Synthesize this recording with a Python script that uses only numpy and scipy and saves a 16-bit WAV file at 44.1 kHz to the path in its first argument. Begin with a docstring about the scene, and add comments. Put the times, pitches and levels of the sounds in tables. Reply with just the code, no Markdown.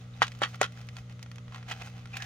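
"""Over the mains hum of a small, quiet room, the ribbons of a paper-plate shaker rustle and squeak faintly.
From 0.2 s the shaker is jerked three times: its filling slides, strikes the paper wall as a clump,
and the loose pieces rattle after it, each impact exciting the modes of the shell.
From 0.8 s ribbons and foil trim rustle and tick over a hand while a few pieces drop inside;
two more squeaks come near the end. All is heard in stereo from close by."""
import sys
import numpy as np
from scipy import signal
from scipy.fft import rfft, irfft, next_fast_len
from scipy.io import wavfile
from scipy.ndimage import uniform_filter1d, map_coordinates

SR = 44100
rng = np.random.default_rng(int(sys.argv[2]) if len(sys.argv) > 2 else 0)


def put_to_file(sound):
    """Save the sound as 16-bit audio at rate SR, in the file named by the first command-line argument."""
    columns = np.atleast_2d(sound).T  # one column per channel
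    safe = np.clip(columns, -1, 1)
    whole_steps = np.round(safe * 32767)
    wavfile.write(sys.argv[1], SR, whole_steps.astype(np.int16))


N = 99225
T = np.arange(N) / SR
FFT_SIZE = next_fast_len(N + SR // 2, True)
HZ = np.fft.rfftfreq(FFT_SIZE, 1 / SR)

# Mains hum. Each row: harmonic number, rms level in dB.
HUM_HARMONICS = [(2, -45), (3, -55.5), (4, -62), (5, -74.5), (6, -81), (7, -75), (8, -70), (9, -76),
                 (10, -72.5)]
# Spectra of room noise and ribbon friction. Each row: frequency in Hz, gain in dB.
AIR_SPECTRUM = [(15, -54), (25, -19), (40, -7), (64, -8), (94, -5), (123, -9), (249, -19), (335, -27),
                (476, -26), (700, -26.5), (960, -34), (1250, -21.5), (1750, -35.5), (1980, -25.5),
                (2400, -32), (3500, -30.5), (5000, -38), (6500, -35), (7800, -46.5), (9200, -47.5),
                (11500, -54.5), (16000, -55)]
RIBBON_SPECTRUM = [(150, -21.5), (400, -10.5), (650, -1.5), (900, -3), (1100, 3), (1450, -1.5), (2050, 1),
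                   (3100, -2), (4000, -6.5), (6600, -10), (7700, -17.5), (11000, -25.5), (16000, -28)]
# Ribbon strokes. Each row: peak time in seconds, level in dB, rise and fall in seconds per 20 dB,
# relative hiss gain in dB.
RIBBON_STROKES = [(0.018, -59.5, 0.065, 0.09, 4.5), (0.171, -56, 0.093, 0.19, -0.5),
                  (0.315, -59, 0.13, 0.7, 4), (0.49, -55, 0.042, 0.096, 8.5), (0.546, -49, .04, 0.047, -3),
                  (0.79, -53.5, 0.12, 0.14, 1.5), (0.99, -55.5, 0.13, 0.058, 5),
                  (1.11, -54.5, 0.028, 0.027, -1), (1.23, -57, .04, 0.023, -4), (1.37, -64, .1, 0.088, 0),
                  (1.555, -49.5, 0.072, 0.11, -2.5), (1.689, -41, 0.0068, 0.068, -2),
                  (1.717, -36, 0.044, 0.039, -2), (1.78, -51.5, 0.094, .08, 1),
                  (1.819, -39.5, 0.026, 0.023, -5), (1.865, -50.5, 0.11, 0.078, 6),
                  (1.98, -53.5, 0.13, 0.13, -0.5), (2.165, -45, 0.075, 0.13, 0.5),
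                  (2.234, -48.5, 0.072, 0.3, 5.5)]
# Ribbon catching on skin. Each row: peak time in seconds, level in dB, pitch in Hz,
# fall in seconds per 20 dB (0 stops it at once).
RIBBON_SQUEAKS = [(0.013, -52.5, 3750, 0), (0.138, -59.5, 3800, .03), (2.134, -43.5, 2500, 0.15),
                  (2.201, -41, 1700, 0.13)]
# Modes of the paper shell. Each row: frequency in Hz, bandwidth in Hz, strength in dB.
SHELL_MODES = [(462, 25, 1.5), (785, 84, 4), (1096, 57, 0), (1377, 53, 8), (1740, 13, -6), (1917, 41, 6),
               (2520, 54, 1.5), (2665, 42, 3.5), (2950, 57, 0.5), (3235, 100, 4.5), (3620, 37, -1),
               (4485, 45, 2)]
# Jerks of the shaker. Each row: knock time in seconds, knock gain in dB, wall pitch in Hz, contact
# cut-off in Hz, relative snap gain in dB, then the rattle's level in dB, delay to its peak in seconds,
# decay in dB per second and tilt in dB per octave.
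JERKS = [(0.219, 10.5, 1110, 1470, -23, -21, 0.0084, 762, 0.5),
         (0.4187, 5, 506, 1380, -16, -22.5, 0.018, 680, -1.05),
         (0.6142, 7.5, 538, 2500, -2, -23.5, 0.019, 639, 0.2)]
# Spectra of loose pieces, clump, lone piece and foil. Each row: frequency in Hz, gain in dB.
RATTLE_SPECTRUM = [(100, -27), (300, -17), (480, -12.5), (800, -10.5), (1300, 2.5), (2200, -5), (3300, -4),
                   (4300, -11.5), (6700, -14.5), (7900, -29), (9300, -24.5), (11000, -36), (16000, -43)]
KNOCK_SPECTRUM = [(60, -22), (200, -4), (330, -5), (470, 0), (780, 5.5), (1050, 1.5), (1350, 3.5),
                  (2000, 10.5), (3200, 0), (6000, -1.5), (10000, -7), (16000, -18)]
DROP_SPECTRUM = [(150, -15.5), (600, -3), (1300, 7), (2600, 9.5), (4500, 6), (6600, 3.5), (8000, -6.5),
                 (16000, -24)]
FOIL_SPECTRUM = [(200, -8.5), (600, -1.5), (900, 7), (1300, 9), (2000, 12), (4000, 6.5), (6600, 4.5),
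                 (7800, -6.5), (9200, -4.5), (11000, -15), (16000, -17)]
# Lone pieces landing. Each row: start in seconds, gain in dB, ring pitch in Hz, relative ring gain in dB.
PIECE_DROPS = [(0.2685, -20.5, 2600, -6), (0.2804, -19, 2000, -10.5), (0.3190, -26.5, 1940, 4.5),
               (0.35, -32.5, 1260, 7), (0.5450, -28.5, 1250, 15), (0.7748, -36, 1390, 15.5),
               (0.8880, -25, 2000, 8), (1.5230, -36, 1060, 21), (1.5459, -27.5, 1020, 17.5),
               (1.5600, -29.5, 1080, 18), (1.685, -29.5, 1100, 12), (1.713, -22, 1090, 18),
               (1.7200, -20, 3250, 9), (1.8190, -24.5, 616, 18.5), (1.8730, -33, 800, 21),
               (2.1691, -15.5, 1710, 4.5), (2.2225, -15, 2540, 1.5)]
# Contacts of the foil trim. Each row: start in seconds, gain in dB, tilt in dB per octave.
FOIL_TICKS = [(0.389, -36.5, 5), (0.5560, -32.5, 3.5), (0.7220, -36.5, 3), (0.814, -32, 2), (0.87, -48, 9),
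              (0.9676, -23.5, 0.5), (0.9850, -30, -1.5), (1.0970, -35, -1), (1.1240, -36, 1),
              (1.1935, -33.5, -2), (1.228, -24, 3), (1.2618, -34, -3.5), (1.3155, -28, 0),
              (1.3585, -33, 2.5), (1.3830, -29.5, -2), (1.4810, -34.5, -5), (1.5810, -31.5, -3.5),
              (1.628, -32, -3.5), (1.7160, -19, -2), (2.0570, -28, -2), (2.0730, -36.5, 0),
              (2.142, -31, -2), (2.171, -25.5, 6.5), (2.2400, -40, 2)]
# Likeness of the channels for room sound and near sound. Each row: frequency in Hz, coherence (0 to 1).
ROOM_COHERENCE = [(25, 0.84), (90, 1), (400, 0.37), (1500, 0.21), (4000, 0.12), (12000, 0.133)]
NEAR_COHERENCE = [(300, 0.83), (1000, 0.79), (2000, 0.73), (4000, 0.61), (12000, 0.317)]
# Stereo balance of the shaker. Each row: frequency in Hz, left minus right level in dB.
LEFT_EXCESS = [(120, -2), (240, -6), (480, -2), (1000, 1.5), (2000, 0), (4000, -5), (8000, -2),
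               (15000, -9.5)]
# Stereo phase of the shaker. Each row: frequency in Hz, lead of the left channel in radians.
LEFT_PHASE = [(100, .1), (500, 0.53), (1000, 1.08), (2000, 1.12), (4000, 1.39), (12000, 1.42)]

SCATTER_DB, SCATTER_T60_S = -4.5, 0.029  # echoes inside the shell and off the desk


def amp(db):
    """Amplitude grows tenfold for every 20 dB."""
    return 10 ** (np.asarray(db) / 20)


def curve(points, hz=HZ):
    """Interpolation of (Hz, value) points on a logarithmic frequency axis."""
    freqs, values = np.transpose(points)
    return np.interp(np.log(hz + 1), np.log(freqs + 1), values)


def minimum_phase(db):
    """A causal response follows from its gain curve by folding the cepstrum onto positive time."""
    cepstrum = irfft(np.log(amp(db)), FFT_SIZE)
    cepstrum[1:FFT_SIZE // 2] *= 2
    cepstrum[FFT_SIZE // 2 + 1:] = 0
    return np.exp(rfft(cepstrum))


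def tilted(db_per_octave):
    """A power-law spectral slope, pivoting near 3 kHz."""
    return minimum_phase(db_per_octave * np.log2((HZ + 100) / 3000))


def resonance(hz, width_hz):
    """Response of a damped oscillator, with gain 1 at its natural frequency."""
    return 1j * HZ * width_hz / (hz * hz - HZ ** 2 + 1j * HZ * width_hz)


def shell(spectrum, depth):
    """Modal resonance: the paper shell raises narrow peaks on a broad spectrum."""
    modes = [1 + depth * amp(db) * resonance(hz, width) for hz, width, db in SHELL_MODES]
    return minimum_phase(curve(spectrum)) * np.prod(modes, axis=0)


def filtered(x, response):
    """Linear filtering multiplies a spectrum by a frequency response."""
    return irfft(rfft(x, FFT_SIZE) * response, FFT_SIZE)[..., :N]


def stereo(pair, coherence, response):
    """Partial coherence: two independent signals are filtered and mixed as mid and side."""
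    angle = np.arccos(np.clip(curve(coherence), -1, 1)) / 2
    mid, side = filtered(pair, response * np.array([np.cos(angle), np.sin(angle)]))
    return np.array([mid + side, mid - side])


def unit_rms(x):
    """Normalisation to a mean power of 1."""
    return x / np.sqrt(np.mean(x ** 2) + 1e-20)


def tail(t60_s, coherence):
    """Exponential decay of stereo noise, with a mean energy of 1 per channel."""
    t = T[:SR // 5]
    angle = np.arccos(np.clip(curve(coherence, np.fft.rfftfreq(len(t), 1 / SR)), -1, 1)) / 2
    noise = rfft(rng.standard_normal((2, len(t))))
    mid, side = irfft(noise * [np.cos(angle), np.sin(angle)])
    envelope = amp(-60 * t / t60_s) * (1 - np.exp(-t / 0.00095))
    pair = np.array([mid + side, mid - side]) * envelope
    return pair * np.sqrt(2) / np.linalg.norm(pair)


def grains(per_s, spread_db, response, bunch_db=2, bunches_per_s=190):
    """Shot noise: tiny random contacts come in bunches and merge into a stereo stream of rms 1."""
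    bunches = map_coordinates(rng.standard_normal(int(N * bunches_per_s / SR) + 4), [T * bunches_per_s])
    signs = rng.choice([-1, 1], (2, N))
    sizes = amp(bunch_db * bunches + spread_db * np.clip(rng.standard_normal((2, N)), -2, 2))
    hits = signs * sizes * (rng.random((2, N)) < per_s / SR)
    echoes = signal.fftconvolve(hits, tail(SCATTER_T60_S, NEAR_COHERENCE), axes=1)[:, :N]
    hits = hits + amp(SCATTER_DB) * echoes
    local_rms = np.sqrt(abs(uniform_filter1d(hits ** 2, size=800, axis=1)) + 1e-9)
    return unit_rms(stereo(hits / local_rms, NEAR_COHERENCE, response))


def add_impact(out, start_s, response, crunch_hz=3300, crunch_t60_s=0.0095):
    """Impulse response of one contact: a clean push, a crunch in the treble and near echoes."""
    start = int(np.clip(round(start_s * SR), 0, N - 1))
    push = 1 / (1 + 1j * HZ / crunch_hz)
    crunch = rfft(tail(crunch_t60_s, NEAR_COHERENCE), FFT_SIZE) * (1 - push) ** 2
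    echoes = amp(SCATTER_DB) * rfft(tail(SCATTER_T60_S, NEAR_COHERENCE), FFT_SIZE)
    hit = irfft(response * (push + crunch + echoes), FFT_SIZE)[:, :min(SR // 8, N - start)]
    out[:, start:start + hit.shape[1]] += hit


def hum_and_air(mains_hz=60, air_db=-54):
    """A harmonic series on the mains frequency lies over the broadband noise of the room."""
    hum = sum(amp(db) * np.sqrt(2) * np.sin(2 * np.pi * (harmonic * mains_hz * T + rng.random()))
              for harmonic, db in HUM_HARMONICS)
    air = stereo(rng.standard_normal((2, N)), ROOM_COHERENCE, amp(curve(AIR_SPECTRUM)))
    return hum + amp(air_db) * unit_rms(air)


def swell(peak_s, db, rise_s, fall_s):
    """Exponential growth and decay, by 20 dB in rise_s and in fall_s."""
    return amp(db - 20 * np.maximum((peak_s - T) / rise_s, (T - peak_s) / fall_s))


def ribbon_rustle(hiss_above_hz=4540):
    """Sliding friction: ribbons crinkle over skin and paper, and their smooth satin hisses."""
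    stream = grains(per_s=1500, spread_db=4.0, response=shell(RIBBON_SPECTRUM, depth=0.43))
    crinkle = filtered(stream, 1 / (1 + (HZ / hiss_above_hz) ** 4))
    crinkle_power, hiss_power = np.zeros((2, N))
    for peak_s, db, rise_s, fall_s, hiss_db in RIBBON_STROKES:  # overlapping strokes add in power
        stroke = swell(peak_s, db, rise_s, fall_s)
        crinkle_power += stroke ** 2
        hiss_power += (stroke * amp(hiss_db)) ** 2
    return np.sqrt(crinkle_power) * crinkle + np.sqrt(hiss_power) * (stream - crinkle)


def ribbon_squeaks(width_hz=340, rise_s=0.0056):
    """Stick-slip friction: a ribbon catches on skin and gives a rough, narrow band of noise."""
    out = np.zeros((2, N))
    for peak_s, db, hz, fall_s in RIBBON_SQUEAKS:
        slips = stereo(rng.standard_normal((2, N)), NEAR_COHERENCE, resonance(hz, width_hz) ** 2)
        out += unit_rms(slips) * swell(peak_s, db, rise_s, fall_s)
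    return out


def filling_rattle(slide_db=-39, slide_db_per_s=1200, rise_db_per_s=745,
                   settle_db=-38, settle_db_per_s=141):
    """Random collisions: pieces slide before each knock, shower on the wall after it, then settle."""
    out, body = np.zeros((2, N)), shell(RATTLE_SPECTRUM, depth=0.69)
    for knock_s, *_, db, delay_s, fall_db_per_s, tilt in JERKS:
        since_peak = T - knock_s - delay_s
        slide = amp(slide_db - slide_db_per_s * abs(T - knock_s))
        shower_db = db + np.minimum(rise_db_per_s * since_peak, -fall_db_per_s * since_peak)
        shower = amp(shower_db) * (T > knock_s)
        settle = amp(db + settle_db - settle_db_per_s * abs(since_peak)) * (since_peak > 0)
        collisions = grains(per_s=1200, spread_db=4.5, response=body * tilted(tilt))
        out += (slide + shower + settle) * collisions
    return out


def clump_knocks(wall_db=9, wall_relative_width=0.44, snap_hz=7100, snap_width_hz=2200):
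    """Damped impact: the clump of filling thuds on the wall, and the paper snaps as it buckles."""
    out, body = np.zeros((2, N)), shell(KNOCK_SPECTRUM, depth=0.44)
    for knock_s, db, wall_hz, contact_hz, snap_db, *_ in JERKS:
        wall = 1 + amp(wall_db) * resonance(wall_hz, wall_relative_width * wall_hz)
        contact = 1 / (1 + 1j * HZ / contact_hz) ** 2
        snap = amp(snap_db) * resonance(snap_hz, snap_width_hz)
        add_impact(out, knock_s, amp(db) * body * (wall * contact - snap))
    return out


def piece_drops():
    """Free vibration: a lone piece falls, and the spot that it strikes rings briefly."""
    out, body = np.zeros((2, N)), shell(DROP_SPECTRUM, depth=0.28)
    for start_s, db, hz, ring_db in PIECE_DROPS:
        ring = amp(ring_db) * resonance(hz, width_hz=300)
        add_impact(out, start_s, amp(db) * body * (1 + ring))
    return out


def foil_ticks():
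    """Brief contacts have broad spectra: stiff foil trim ticks against the plate and the hand."""
    out, body = np.zeros((2, N)), shell(FOIL_SPECTRUM, depth=0.54)
    for start_s, db, tilt in FOIL_TICKS:
        add_impact(out, start_s, amp(db) * body * tilted(tilt))
    return out


def scene(room_db=-26, room_t60_s=0.16):
    """Superposition: the shaker and its faint reverberation, placed by level and phase, over the hum."""
    shaker = clump_knocks() + filling_rattle() + piece_drops()
    shaker = shaker + foil_ticks() + ribbon_rustle() + ribbon_squeaks()
    reverb = amp(room_db) * signal.fftconvolve(shaker, tail(room_t60_s, ROOM_COHERENCE), axes=1)[:, :N]
    sides = np.array([[.5], [-.5]])
    placement = amp(sides * curve(LEFT_EXCESS)) * np.exp(1j * sides * curve(LEFT_PHASE))
    return filtered(shaker + reverb, placement) + hum_and_air()


def record(dry, top_hz=15850):
    """Band limiting: a steep low-pass filter removes the highest treble."""
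    return filtered(dry, 1 / np.sqrt(1 + (HZ / top_hz) ** 160))


dry = scene()
out = record(dry)
put_to_file(out)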